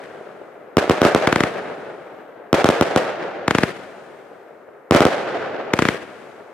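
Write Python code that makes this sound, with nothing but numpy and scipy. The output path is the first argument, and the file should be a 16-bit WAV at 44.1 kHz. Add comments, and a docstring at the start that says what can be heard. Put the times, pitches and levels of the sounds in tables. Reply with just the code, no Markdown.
"""A firework battery outdoors. At first an earlier volley rolls away under the evening's distant rumble,
burning comets hiss as they climb, and dull reports come from far off. Then salute shells burst overhead:
each shock arrives straight, again off the ground and walls, then reverberates over the landscape. The
tubes thump and ring as lift charges fire the next volley, and fresh comets hiss. Bursts and launches
come three times; the shock waves overload the camera's microphone amplifier."""
import sys
import numpy as np
from scipy import signal
from scipy.fft import rfft, irfft, next_fast_len
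from scipy.io import wavfile
from scipy.ndimage import map_coordinates

SR = 44100
rng = np.random.default_rng(int(sys.argv[2]) if len(sys.argv) > 2 else 0)


def unload_wav(signal):
    """Save mono or channel-first audio to the path in sys.argv[1] as 16-bit WAV at rate SR, clipped to [-1, 1]."""
    wavfile.write(
        sys.argv[1],
        SR,
        np.round(np.clip(np.atleast_2d(signal).T, -1, 1) * 32767).astype(np.int16),
    )


N = 287973
LEAD = 2 * SR  # samples of room before time zero for sounds already under way

# Coherence of a diffuse field between left and right: frequency_hz, correlation
COHERENCE = [(60, 0.85), (300, 0.75), (700, 0.73), (1400, 0.69), (2400, 0.59), (4400, 0.16), (8000, 0.13),
             (15000, 0.16)]
# Spectral shape of the distant rumble: frequency_hz, relative_db
RUMBLE_SPECTRUM = [(25, -44), (70, -28), (160, -23), (260, -14), (400, 2.5), (650, -3.5), (950, -10.5),
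                   (1400, -9), (2200, -19.5), (3300, -39.5), (6000, -43.5), (16000, -48)]
# Shells bursting overhead, against a usual shell: start_s, strength_db
SHELL_BURSTS = [(.7696, 2), (.8967, 1.5), (1.0169, -1.9), (1.0506, -1), (1.148, -2.1), (2.5294, -0.1),
                (2.6439, -1), (2.6889, -2), (2.8111, -1.1), (2.9613, -3), (4.9097, 2.5), (4.9483, -0.1),
                (5.0057, -1.1), (5.0526, -0.5)]
# Spectral shape of a burst's echoes: frequency_hz, relative_db
BURST_SPECTRUM = [(30, -40), (70, -27), (150, -11.5), (260, -9), (380, -1), (600, 1), (760, -2.5),
                  (1000, -9.5), (1450, -6.5), (2600, -14.5), (4000, -20), (6000, -25), (10000, -32),
                  (16000, -44)]
# A burst's reflectors (ground, nearby things, neighbourhood, far country): gain_db, attack_s, hold_s, t60_s
BURST_ZONES = [(-12, 0.00026, 0.0022, 0.077), (-20, 0.0023, 0.034, 0.73), (-30, 0.033, 0.57, 2.1),
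               (-43.5, 0.63, 1.43, 6.9)]
# Lift charges firing in the tubes, against a usual charge: start_s, strength_db
LIFT_CHARGES = [(1.2734, 4), (1.327, 1.5), (1.3597, 1), (1.4061, 1.5), (1.4365, 0), (3.4805, 1.5),
                (3.509, -.5), (3.5503, 2.5), (3.585, 1.5), (3.6348, 4.5), (5.737, 4), (5.7906, 1.5),
                (5.8224, 1.5), (5.853, -2), (5.8873, 1.5)]
# Resonances of a launch tube: pitch_hz, relative_db
TUBE_RESONANCES = [(1150, -6), (1750, 4), (2150, -2.5), (3000, -7.5)]
# Spectral shape of launch echoes and of a burst's nearby scatter: frequency_hz, relative_db
NEAR_SPECTRUM = [(30, -24), (70, -11.5), (150, 1), (400, 3), (900, -6), (1800, -2), (2500, -7), (6000, -21),
                 (10000, -25.5), (16000, -40.5)]
# A launch's reflectors (ground, nearby walls, neighbourhood): gain_db, attack_s, hold_s, t60_s
LAUNCH_ZONES = [(-17, 0.00029, 0.0029, 0.032), (-28, 0.011, 0.041, .55), (-46.5, 0.11, 0.18, 2.5)]
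# Spectral shape of a comet's hiss: frequency_hz, relative_db
HISS_SPECTRUM = [(300, -20), (1500, 8), (3000, -3), (5000, -10), (9000, -12), (16000, -35)]
# The clearest reports from far off: start_s, relative_db
CLEAR_REPORTS = [(0.414, -22), (1.828, -24), (1.981, -28), (4.317, -28.5), (4.687, -25), (5.942, -16)]
# Spectral shape of a far report: frequency_hz, relative_db
FAR_SPECTRUM = [(30, -41), (200, -19), (450, 8.5), (1300, -14), (2600, -34), (8000, -69)]


def amp(db):
    return 10 ** (np.asarray(db) / 20)


def unit_rms(x):
    return x / np.sqrt(np.mean(x ** 2) + 1e-20)


def log_interp(points, hz):
    """Interpolation of (frequency_hz, value) points on a log frequency axis."""
    knots_hz, values = np.transpose(points)
    return np.interp(np.log(hz + 1), np.log(knots_hz + 1), values)


def wobble(rate_hz, size):
    """Random modulation: straight lines between Gaussian knots."""
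    knots = rng.standard_normal(int(size * rate_hz / SR) + 4)
    return map_coordinates(knots, [np.arange(size) * rate_hz / SR], order=1)


def low_cut(x, hz, order):
    return signal.lfilter(*signal.butter(order, hz, "high", fs=SR), x)


def add(track, start_s, sound):
    """Superposition: a sound's pressure adds to the track."""
    part = track[:, max(LEAD + round(start_s * SR), 0):][:, :sound.shape[-1]]
    part += sound[..., :part.shape[1]]


def diffuse(spectrum, size):
    """A diffuse field of rms 1: left and right are coherent in the bass, hardly so in the treble."""
    hz = np.fft.rfftfreq(size, 1 / SR)
    angle = np.arccos(np.clip(log_interp(COHERENCE, hz), -1, 1)) / 2
    shaped = rfft(rng.standard_normal((2, size))) * amp(log_interp(spectrum, hz))
    mid, side = irfft(shaped * [np.cos(angle), np.sin(angle)], size)
    return unit_rms(np.array([mid + side, mid - side]))


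def background(rumble_db=-47, whine_db=-79, whine_hz=12554):
    """Noise floor: the evening's diffuse rumble and a thin, frequency-modulated whine in the camera."""
    rumble = diffuse(RUMBLE_SPECTRUM, next_fast_len(N))[:, :N] * amp(rumble_db + .8 * wobble(17, N))
    pitch_hz = whine_hz + 55 * wobble(2, N) + 25 * wobble(150, N)
    whine = np.sin(2 * np.pi * np.cumsum(pitch_hz) / SR)
    return rumble * amp([[1], [-1]]) + amp(whine_db + 1.5 * wobble(5, N)) * whine


def volley(start_s, gap_s, strength_db, count):
    """An evenly burning fuse fires equal shots at equal intervals: start_s, strength_db."""
    return [(start_s + k * gap_s, strength_db) for k in range(count)]


def all_bursts():
    """Every shell, beginning with an earlier volley that is still reverberating."""
    return volley(start_s=-1.25, gap_s=.12, strength_db=2.0, count=4) + list(SHELL_BURSTS)


def shock(push_ms, rise_ms, lag_ms, left_hz=400, right_hz=365):
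    """A blast wave, overpressure then suction; each microphone's bass cut adds a rebound."""
    ms = np.maximum(np.arange(SR // 32) * 1000 / SR - np.array([[0], [lag_ms]]), 0)  # right side lags
    front = 1 - np.exp(-(ms / rise_ms) ** 2)
    left, right = (1 - ms / push_ms) * np.exp(-ms / push_ms) * front
    return np.array([low_cut(left, left_hz, order=2), low_cut(right, right_hz, order=2)])


def echo_envelope(zones, age_s):
    """Incoherent addition: each zone of reflectors swells, holds and decays, and their powers sum."""
    power = 0
    for db, attack_s, hold_s, t60_s in zones:
        decay = amp(db - 60 * np.maximum(age_s - hold_s, 0) / t60_s)
        power += (decay * (1 - np.exp(-age_s / attack_s))) ** 2
    return np.sqrt(power)


def echo(spectrum, zones, length_s, air_db, clump_db, lean_db=1.35):
    """Reverberation: reflections come in clumps; air absorption takes air_db per kHz by one second."""
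    size = next_fast_len(int(length_s * SR))
    hz, travel_s, frames = signal.stft(diffuse(spectrum, size), SR, nperseg=256)
    absorption = amp(-air_db * (hz[:, None] / 1000) * travel_s ** 0.63)
    dulled = signal.istft(frames * absorption, SR, nperseg=256)[1][:, :size]
    clumps = unit_rms(amp(clump_db * (wobble(350, size) + 1.14 * wobble(44.76, size))))
    age_s = np.arange(size) / SR
    lean = amp(lean_db * np.clip(age_s - .3, 0, 1.2) * np.array([[1], [-1]]))  # far reflectors lie left
    return dulled * clumps * lean * echo_envelope(zones, age_s)


def bursts(blast_db=31, usual_push_ms=1.146, ground_db=-10, ground_s=.0117, near_db=-25, near_t60_s=.059):
    """Cube-root scaling: a blast lengthens with its energy. Scatter, ground bounce and roll follow."""
    track = np.zeros((2, LEAD + N))
    for start_s, db in all_bursts():
        stretch, bearing = rng.standard_normal(2)
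        lag_ms = 0.028 + 0.0069 * bearing
        push_ms = usual_push_ms * np.cbrt(amp(db) ** 2)
        direct = shock(push_ms, rise_ms=0.21, lag_ms=lag_ms)
        scatter = echo(NEAR_SPECTRUM, [(near_db, .0002, 0, near_t60_s)], .02, air_db=8, clump_db=-2)
        bounce = shock(push_ms * np.exp(0.16 + 0.17 * stretch), rise_ms=0.53, lag_ms=lag_ms)
        roll = echo(BURST_SPECTRUM, BURST_ZONES, length_s=2.5, air_db=4.0, clump_db=2.5)
        add(track, start_s, amp(blast_db + db) * direct)
        add(track, start_s + .002, amp(db) * scatter / amp(db))
        add(track, start_s + ground_s, amp(blast_db + db + ground_db) * bounce)
        add(track, start_s + ground_s + .001, amp(db) * roll)
    return track[:, LEAD:]


def wall_slaps(slap_db=6, nearest_s=.03, spread_s=.13, fade_db_per_s=35, count=4):
    """Specular reflection: single walls return each burst as softened shocks, the later the weaker."""
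    track = np.zeros((2, LEAD + N))
    for start_s, db in all_bursts():
        for distance, bearing in rng.random((count, 2)):
            delay_s = nearest_s + spread_s * distance
            slap = shock(push_ms=0.89, rise_ms=0.46, lag_ms=.1 * bearing)
            add(track, start_s + delay_s, amp(slap_db + db - fade_db_per_s * delay_s) * slap)
    return track[:, LEAD:]


def all_launches():
    """Every launch, beginning with an earlier volley whose comets are already climbing."""
    return volley(start_s=-.36, gap_s=.053, strength_db=0, count=4) + list(LIFT_CHARGES)


def tube_ring(decay_s, swell_s=0.0011):
    """Damped resonance: the cardboard tube's modes build up and die, detuned a little each time."""
    t = np.arange(SR // 32) / SR
    hz, db = np.transpose(TUBE_RESONANCES)
    detune, phase = rng.standard_normal((2, len(hz), 1))
    tone = amp(db) @ np.sin(2 * np.pi * (hz[:, None] * np.exp(.1 * detune) * t + phase))
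    return tone * np.exp(-t / decay_s) * (1 - np.exp(-(t / swell_s) ** 2))


def muzzle_blast(bounce_s, bounce_db=-6.0):
    """Interference: a short shock overlaps its longer ground reflection."""
    direct = shock(push_ms=.3, rise_ms=.36, lag_ms=.05)
    bounce = shock(push_ms=1.01, rise_ms=.4, lag_ms=.05)
    delayed = np.pad(bounce, ((0, 0), (round(bounce_s * SR), 0)))[:, :direct.shape[1]]
    return direct + amp(bounce_db) * delayed


def launches(blast_db=33.5, ring_db=-30, ring_s=.0014, leak_db=-3.5, leak_growth=2.2, leak_lead_s=.0023,
             leak_ring_db=-12, puff_db=-29, puff_hz=60, wall_db=-34, wall_s=.0066, right_db=-3.5):
    """Impulse excitation: gas leaking past the shell, then the muzzle blast, each ring the tube."""
    track = np.zeros((2, LEAD + N))
    t = np.arange(SR // 20) / SR
    puff = np.sin(2 * np.pi * puff_hz * t) * np.exp(-t / 0.0098)
    wall_slap = shock(push_ms=0.68, rise_ms=0.31, lag_ms=0.045)
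    for start_s, strength_db in all_launches():
        bounce_jitter, wall_jitter = rng.standard_normal(2)
        db = blast_db + strength_db
        leak = shock(push_ms=0.21, rise_ms=0.07, lag_ms=0.084) + amp(leak_ring_db) * tube_ring(ring_s)
        add(track, start_s - leak_lead_s, amp(leak_db + leak_growth * strength_db) * leak)
        add(track, start_s, amp(db) * muzzle_blast(bounce_s=.00025 * np.exp(.16 * bounce_jitter)))
        add(track, start_s, amp(db + ring_db) * tube_ring(ring_s / 2))
        add(track, start_s, amp(puff_db) * puff)
        add(track, start_s + wall_s * np.exp(0.032 * wall_jitter), amp(db + wall_db) * wall_slap)
        add(track, start_s, echo(NEAR_SPECTRUM, LAUNCH_ZONES, length_s=1.3, air_db=1.5, clump_db=3.0))
    return track[:, LEAD:] * amp([[0], [right_db]])


def comets(hiss_db=-56, swell_s=0.2, hold_s=0.31, fade_db_per_s=24, right_db=-3):
    """Combustion noise: burning stars flare up and hiss, then fade as they climb away."""
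    track = np.zeros((2, LEAD + N))
    t = np.arange(2 * SR) / SR
    flare = amp(hiss_db - fade_db_per_s * np.maximum(t - hold_s, 0)) * (1 - np.exp(-t / swell_s))
    for start_s, strength_db in all_launches():
        add(track, start_s, diffuse(HISS_SPECTRUM, len(t)) * flare * amp(strength_db / 2))
    return track[:, LEAD:] * amp([[0], [right_db]])


def far_reports(gain_db=-8.5, faint_db=-33, spread_db=9.5, count=40):
    """Attenuation with distance leaves dull, brief slaps: a few clear ones among many faint ones."""
    track = np.zeros((2, LEAD + N))
    t = np.arange(SR // 20) / SR
    faint = [(when * N / SR, faint_db + spread_db * (2 * size - 1))
             for when, size in rng.random((count, 2))]
    for start_s, db in list(CLEAR_REPORTS) + faint:
        slap = diffuse(FAR_SPECTRUM, len(t)) * (t / 0.0018) * np.exp(1 - t / .002)
        add(track, start_s, amp(db + gain_db) * slap)
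    return track[:, LEAD:]


def scene():
    """Superposition of the battery, its echoes and the evening's background."""
    return bursts() + wall_slaps() + launches() + comets() + far_reports() + background()


def record(dry, ceiling=0.7, coupling_hz=145, rumble_hz=70, rumble_q=1.32, top_hz=16000):
    """Saturation: the amplifier clips, its flat tops sag, and rumble and treble filters limit the band."""
    clipped = dry / (1 + (dry / ceiling) ** 4) ** (1 / 4)
    sagged = low_cut(clipped, coupling_hz, order=1)
    omega = 2 * np.pi * rumble_hz
    rumble_filter = signal.bilinear([1, 0, 0], [1, omega / rumble_q, omega * omega], SR)
    filtered = np.clip(signal.lfilter(*rumble_filter, sagged), -1, 1)
    treble_cut = signal.firwin(201, top_hz, fs=SR)
    return signal.fftconvolve(filtered, treble_cut[None], "same", axes=1)


dry = scene()
out = record(dry)
unload_wav(out)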